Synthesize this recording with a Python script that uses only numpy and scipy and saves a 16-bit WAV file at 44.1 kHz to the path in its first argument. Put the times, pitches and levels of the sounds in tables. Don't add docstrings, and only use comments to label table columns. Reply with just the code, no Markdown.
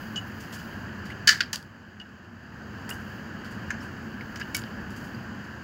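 import sys
import numpy as np
from scipy import signal
from scipy.fft import rfft, irfft
from scipy.io import wavfile
from scipy.ndimage import uniform_filter1d, map_coordinates

SR = 44100
rng = np.random.default_rng(int(sys.argv[2]) if len(sys.argv) > 2 else 0)


def ratio(d):
    e = np.asarray(d, float) / 20
    return 10 ** e


def wav_out(sig):
    wavfile.write(sys.argv[1], SR, np.round(np.clip(np.atleast_2d(sig).T, -1, 1) * 32767).astype(np.int16))


N = 248283

DUCK_AT_S, DUCK_FALL_S, DUCK_HOLD_S, DUCK_RELEASE_S = 1.27, 0.41, 0.65, 0.51
DUCK_DB, DUCK_SAG_DB = 9, 0.7
AIR_DB, AIR_FOLLOWS = -43, 0.55
BODY_SHARE = 0.35
BLUNT_HZ = 9000
TOP_HZ = 15760

# time in seconds, level in dB.
TOWN_LEVEL = [(0.0, -41.5), (0.7, -40.5), (3.1, -39.5), (5.06, -39), (5.63, -41.5)]
# frequency in Hz, level in dB.
RUMBLE_TONE = [(18, -80.5), (30, -22), (50, -12.5), (90, -3.5), (200, -8.5), (350, -7.5), (450, -16.5),
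               (700, -24), (1200, -62)]
# frequency in Hz, level in dB.
AIR_TONE = [(250, -37.5), (450, 6.5), (1000, 5.5), (2000, -11), (3300, -22), (5000, -21.5), (7500, -18),
            (9000, -34.5), (12000, -31)]
# time in seconds, level in dB.
RUSTLE_LEVEL = [(0.0, -62), (0.19, -68.5), (0.58, -63), (0.86, -71.5), (1.1, -75), (1.65, -71), (1.75, -74),
                (2.6, -74), (2.86, -73.5), (3.12, -68.5), (3.28, -74), (4.2, -72.5), (4.56, -67.5),
                (4.67, -70), (4.85, -74), (5.03, -66.5), (5.3, -76), (5.63, -74.5)]
# frequency in Hz, level in dB.
CLOTH_TONE = [(1500, -34), (3500, -9), (6000, -4), (9500, -9), (11000, 0), (16000, 4.5)]
# time in seconds, pitch in Hz, level in dB.
SQUEAK = [(1.092, 1780, -63.5), (1.104, 1920, -35.5), (1.113, 2420, -47), (1.125, 2920, -43),
          (1.135, 3060, -60)]

# start in seconds, peak in dB, pitch in Hz, time to fade by 60
# dB in seconds.
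PINGS = [(0.159, -25.5, 2950, 0.13), (0.174, -22, 2925, 0.069), (1.9999, -32.5, 2915, 0.048),
         (2.0128, -32, 2885, 0.051),
         (0.162, -38.5, 6560, 0.089), (0.165, -40.5, 7110, 0.094), (2.91, -23, 2844, 0.031),
              (2.922, -31.5, 2920, 0.04), (3.806, -40, 5370, .03), (4.2085, -23, 2180, 0.012),
              (4.426, -34, 2900, 0.047), (4.549, -41, 12000, .05), (3.712, -45, 6320, 0.097),
              (4.209, -51, 12100, .02), (1.275, -18.5, 3050, .05), (1.289, -15.5, 3006, .07),
              (4.592, -31.5, 7050, 0.021), (5.146, -39.5, 4820, 0.038)]
# pitch in Hz, level in dB, time to fade by 60 dB in seconds.
CUT_RING = [(1731, 0, 0.21), (3010, -4, 0.161), (3880, -21.5, 0.13), (5000, -9, 0.11), (5300, -13.5, 0.12),
            (5600, -28, 0.11), (5990, -31, 0.27), (6345, -20.5, 0.195)]
PULL_RING = [(1510, -1.5, 0.043), (2248, 2, 0.073), (2950, -10, 0.15), (3690, -21, 0.15),
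             (5370, 0.5, 0.037)]
# start in seconds, level in dB, the ring's pitches as above.
RINGS = [
    (1.274, -13.5, CUT_RING),
    (1.405, -57, CUT_RING),
    (4.546, -24, PULL_RING),
]

# start in seconds, peak in dB near 4.5 kHz,
# body in dB (heavier contact), edge in dB (sharper contact). The next four tables share these columns.
SHEAR = [
    (1.2725, -8.5, -5.5, 2),
    (1.2752, -8.5, 2.4, -11),
    (1.2894, -11, -3, 1.5),
]
KNOCKS = [
    (1.4052, -10.5, -10.5, -2.5),
    (3.7042, -35, 8.5, 10.5),
    (4.209, -43, 2, 0),
    (4.4118, -30.5, -2, -10),
]
SLAPS = [(0.1581, -33, -17, -20), (1.5297, -20, -6, 4.5), (1.9976, -47, -1, -30), (2.8908, -36, 7.5, 14.5),
         (2.9016, -48, -5, 28), (4.358, -36.5, 3, 1), (4.3971, -40, 6, 7), (4.5458, -25, -4.5, 12),
         (4.5744, -33.5, -12, 4)]
CLICKS = [(1.558, -22, -18, 2), (1.627, -44, -18, 1), (2.0914, -63, 9, 3), (3.0504, -60, 9, 10),
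          (3.4465, -45, 0, 0), (4.5463, -31, -8, 2), (4.5675, -34, -14, 21), (4.6185, -41, 3, -10),
          (4.6375, -37, 4, -17)]
SCUFFS = [(0.402, -51, 22, 6.5), (0.5224, -39.5, 9, -3), (0.534, -49, 7, 7.5), (0.5824, -47.5, 9, -3),
          (1.0525, -45, 5.5, -5.5), (2.2368, -60.5, -4.5, -11), (2.924, -51, 3, 4.5),
          (2.9967, -63, 0.1, 5.5), (3.4481, -47, -3, -6), (3.5074, -51.5, 3, 1), (3.8114, -51.5, -10, -2),
          (3.8244, -59, -1, 5.5), (4.9008, -57, 5, 5), (4.9563, -51.5, 0, 2.5), (4.976, -56, -3, -7),
          (4.9994, -58, 0.1, -2.5), (5.0383, -58.5, -1.5, 7.5), (5.0594, -64, -1.5, 1.5),
          (5.4414, -59, 0.1, -1)]
# its table, rise in seconds, time to fade by 60 dB in seconds,
# first spike in dB, yard answer in dB, colour in dB at 1.6, 3, 6.7 and 12 kHz,
# share of the edge that reaches 6.7 kHz.
KINDS = [
    (SHEAR, 0.00027, 0.028, -7.5, -5.5, (0.9, -11, -5, -15), 0.83),
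    (KNOCKS, 0.00049, 0.038, 1.5, -20, (14.5, -1, -10, -20), 1.4),
    (SLAPS, 0.00033, 0.048, -5, -15, (4, -1.5, 0.3, -11), 0.15),
    (CLICKS, .0002, .012, 10, -19, (-4, -3, -9, -8), .7),
    (SCUFFS, 0.0025, 0.21, -36, -11, (-13, -3, 0.5, -1.5), .8),
]
# start in seconds, peak in dB.
THUDS = [
    (1.531, -34.5),
    (1.557, -45),
    (2.889, -34),
    (2.909, -37),
]
# low edge in Hz, high edge in Hz.
BANDS = [(3500, 5600), (1100, 2200), (2300, 3500), (5600, 7700), (7700, 17000), (400, 1150)]

# centre in Hz,
# width in Hz, level in dB.
CAVITY = [(213.4, 69, 12.5), (101.2, 82, 5.5), (1646, 710, 21), (2950, 1200, 23), (3500, 360, -5.5),
          (4723, 1050, 18.5), (6600, 1400, 10.5), (8550, 890, 0.5),
          (11600, 2600, 5), (13900, 1000, -1.5), (15400, 1400, 6.5)]


def unit(x):
    return x / np.sqrt(np.mean(x ** 2) + 1e-20)


def curves(rows):
    seconds, *columns = np.transpose(rows)
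    return [np.interp(np.arange(N) / SR, seconds, column) for column in columns]


def wobble(rate):
    points = rng.standard_normal(int(N * rate / SR) + 4)
    return map_coordinates(points, [np.arange(N) * rate / SR])


def cavity(x):
    size = 8192
    hz = np.fft.rfftfreq(size, 1 / SR)
    db = sum(peak / (1 + (2 * (hz - centre) / width) ** 2) for centre, width, peak in CAVITY)
    cepstrum = irfft(np.log(ratio(db)))
    cepstrum[1:size // 2] *= 2
    cepstrum[size // 2 + 1:] = 0
    response = irfft(np.exp(rfft(cepstrum)))[:size // 2]
    return signal.fftconvolve(x, response)[:len(x)]


def hiss(tone, patchy_db):
    z = signal.stft(rng.standard_normal(N + SR), nperseg=512)[2]
    patches = uniform_filter1d(rng.standard_normal(z.shape), size=6, axis=0)
    patches = uniform_filter1d(patches, size=10, axis=1)
    noise = signal.istft(z * ratio(patchy_db * unit(patches)), nperseg=512)[1]
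    tone_hz, tone_db = np.transpose(tone)
    hz = np.fft.rfftfreq(len(noise), 1 / SR)
    gain = ratio(np.interp(np.log(hz + 1), np.log(tone_hz), tone_db, left=-120))
    coloured = irfft(rfft(noise) * gain, len(noise))
    return unit(cavity(coloured)[:N])


def ducking():
    corners = np.cumsum([DUCK_AT_S, DUCK_FALL_S, DUCK_HOLD_S, DUCK_RELEASE_S])
    return np.interp(np.arange(N) / SR, corners, [0, -DUCK_DB, -DUCK_DB - DUCK_SAG_DB, 0])


def yard():
    town_db, gain_db = curves(TOWN_LEVEL)[0], ducking()
    air_db = AIR_DB + AIR_FOLLOWS * (town_db - town_db.mean())
    drift = wobble(2.87)
    rumble = ratio(town_db + gain_db + 0.63 + 0.38 * drift) * hiss(RUMBLE_TONE, patchy_db=0.35)
    air = ratio(air_db + gain_db + 0.77 * drift) * hiss(AIR_TONE, patchy_db=0.78)
    return rumble + air


def sleeves():
    lumps = ratio(0.7 * wobble(40) + 1.2 * wobble(400))
    cloth = hiss(CLOTH_TONE, patchy_db=0.7)
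    return ratio(curves(RUSTLE_LEVEL)[0] + ducking() + 7.5) * unit(lumps * cloth)


def joint():
    hz, db = curves(SQUEAK)
    roughness = 0.17 * np.cumsum(rng.standard_normal(N))
    phase = 2 * np.pi * np.cumsum(hz) / SR + roughness
    return ratio(db) * (db > -59.5) * np.sin(phase)


def steel():
    out = np.zeros(N + SR)
    t = np.arange(SR // 2) / SR
    strikes = RINGS + [(start, db, [(hz, 0, t60)]) for start, db, hz, t60 in PINGS]
    for start, db, modes in strikes:
        for hz, level_db, t60 in modes:
            shake = 0.038 * hz / 3000 * np.cumsum(rng.standard_normal(len(t)))
            fade = ratio(db + level_db - 60 * t / t60)
            onset = 1 - np.exp(-t / 0.0013)
            out[round(start * SR):][:len(t)] += fade * onset * np.sin(2 * np.pi * hz * t + shake)
    return out[:N]


def burst(t, t60, rise, spike_db, yard_db):
    crack = ratio(-60 * t / t60) * (1 - np.exp(-t / rise))
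    wall = ratio(yard_db - 6 - 60 * (t - 0.0135) / 0.062) * (t > 0.0135)
    band_t60 = np.array([[0.19], [0.25], [0.19], [0.17], [0.2]])
    tail = ratio(yard_db - 60 * t / band_t60) + ratio(yard_db - 24 - 60 * t / 0.45)
    tail = tail * (1 - np.exp(-t / 0.00093))
    grit_db = 3 * np.repeat(rng.standard_normal(len(t) // 50 + 1), 50)[:len(t)]
    sound = (crack + wall + tail) * ratio(grit_db) * rng.standard_normal(len(t))
    sound[:, 12] += 4 * ratio(spike_db)
    return sound


def contacts():
    t = np.arange(SR // 2) / SR
    tracks = np.zeros((len(BANDS), N + SR))
    for table, rise, t60, spike_db, yard_db, kind_db, edge_share in KINDS:
        for start, db, body_db, edge_db in table:
            bands_db = np.add(kind_db, [body_db, BODY_SHARE * body_db, edge_share * edge_db, edge_db])
            colour = ratio(db - 10 + np.array([0, *bands_db]))[:, None]
            sound = burst(t, t60, rise, spike_db, yard_db)
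            tracks[:-1, round(start * SR):][:, :len(t)] += colour * sound
    for start, db in THUDS:
        thud = ratio(db - 5.5 - 60 * t / 0.16) * rng.standard_normal(len(t))
        tracks[-1, round(start * SR):][:len(t)] += thud
    out = np.zeros(N)
    blunt_push = np.exp(-2 * np.pi * BLUNT_HZ * t[:SR // 4])
    for track, band in zip(tracks, BANDS):
        sos = signal.butter(4, band, "bandpass", fs=SR, output="sos")
        heard = cavity(signal.sosfilt(sos, blunt_push))
        out += signal.fftconvolve(track, heard / np.linalg.norm(heard))[:N]
    return out


def scene():
    return (yard() + sleeves() + joint() + steel() + contacts())[None]


def top_cut(x):
    return signal.sosfilt(signal.butter(12, 17000, fs=SR, output="sos"), x)


def record(dry):
    passed = np.fft.rfftfreq(N, 1 / SR) < TOP_HZ
    mix = irfft(rfft(dry) * passed, N)
    return top_cut(mix)


dry = scene()
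out = record(dry)
wav_out(out)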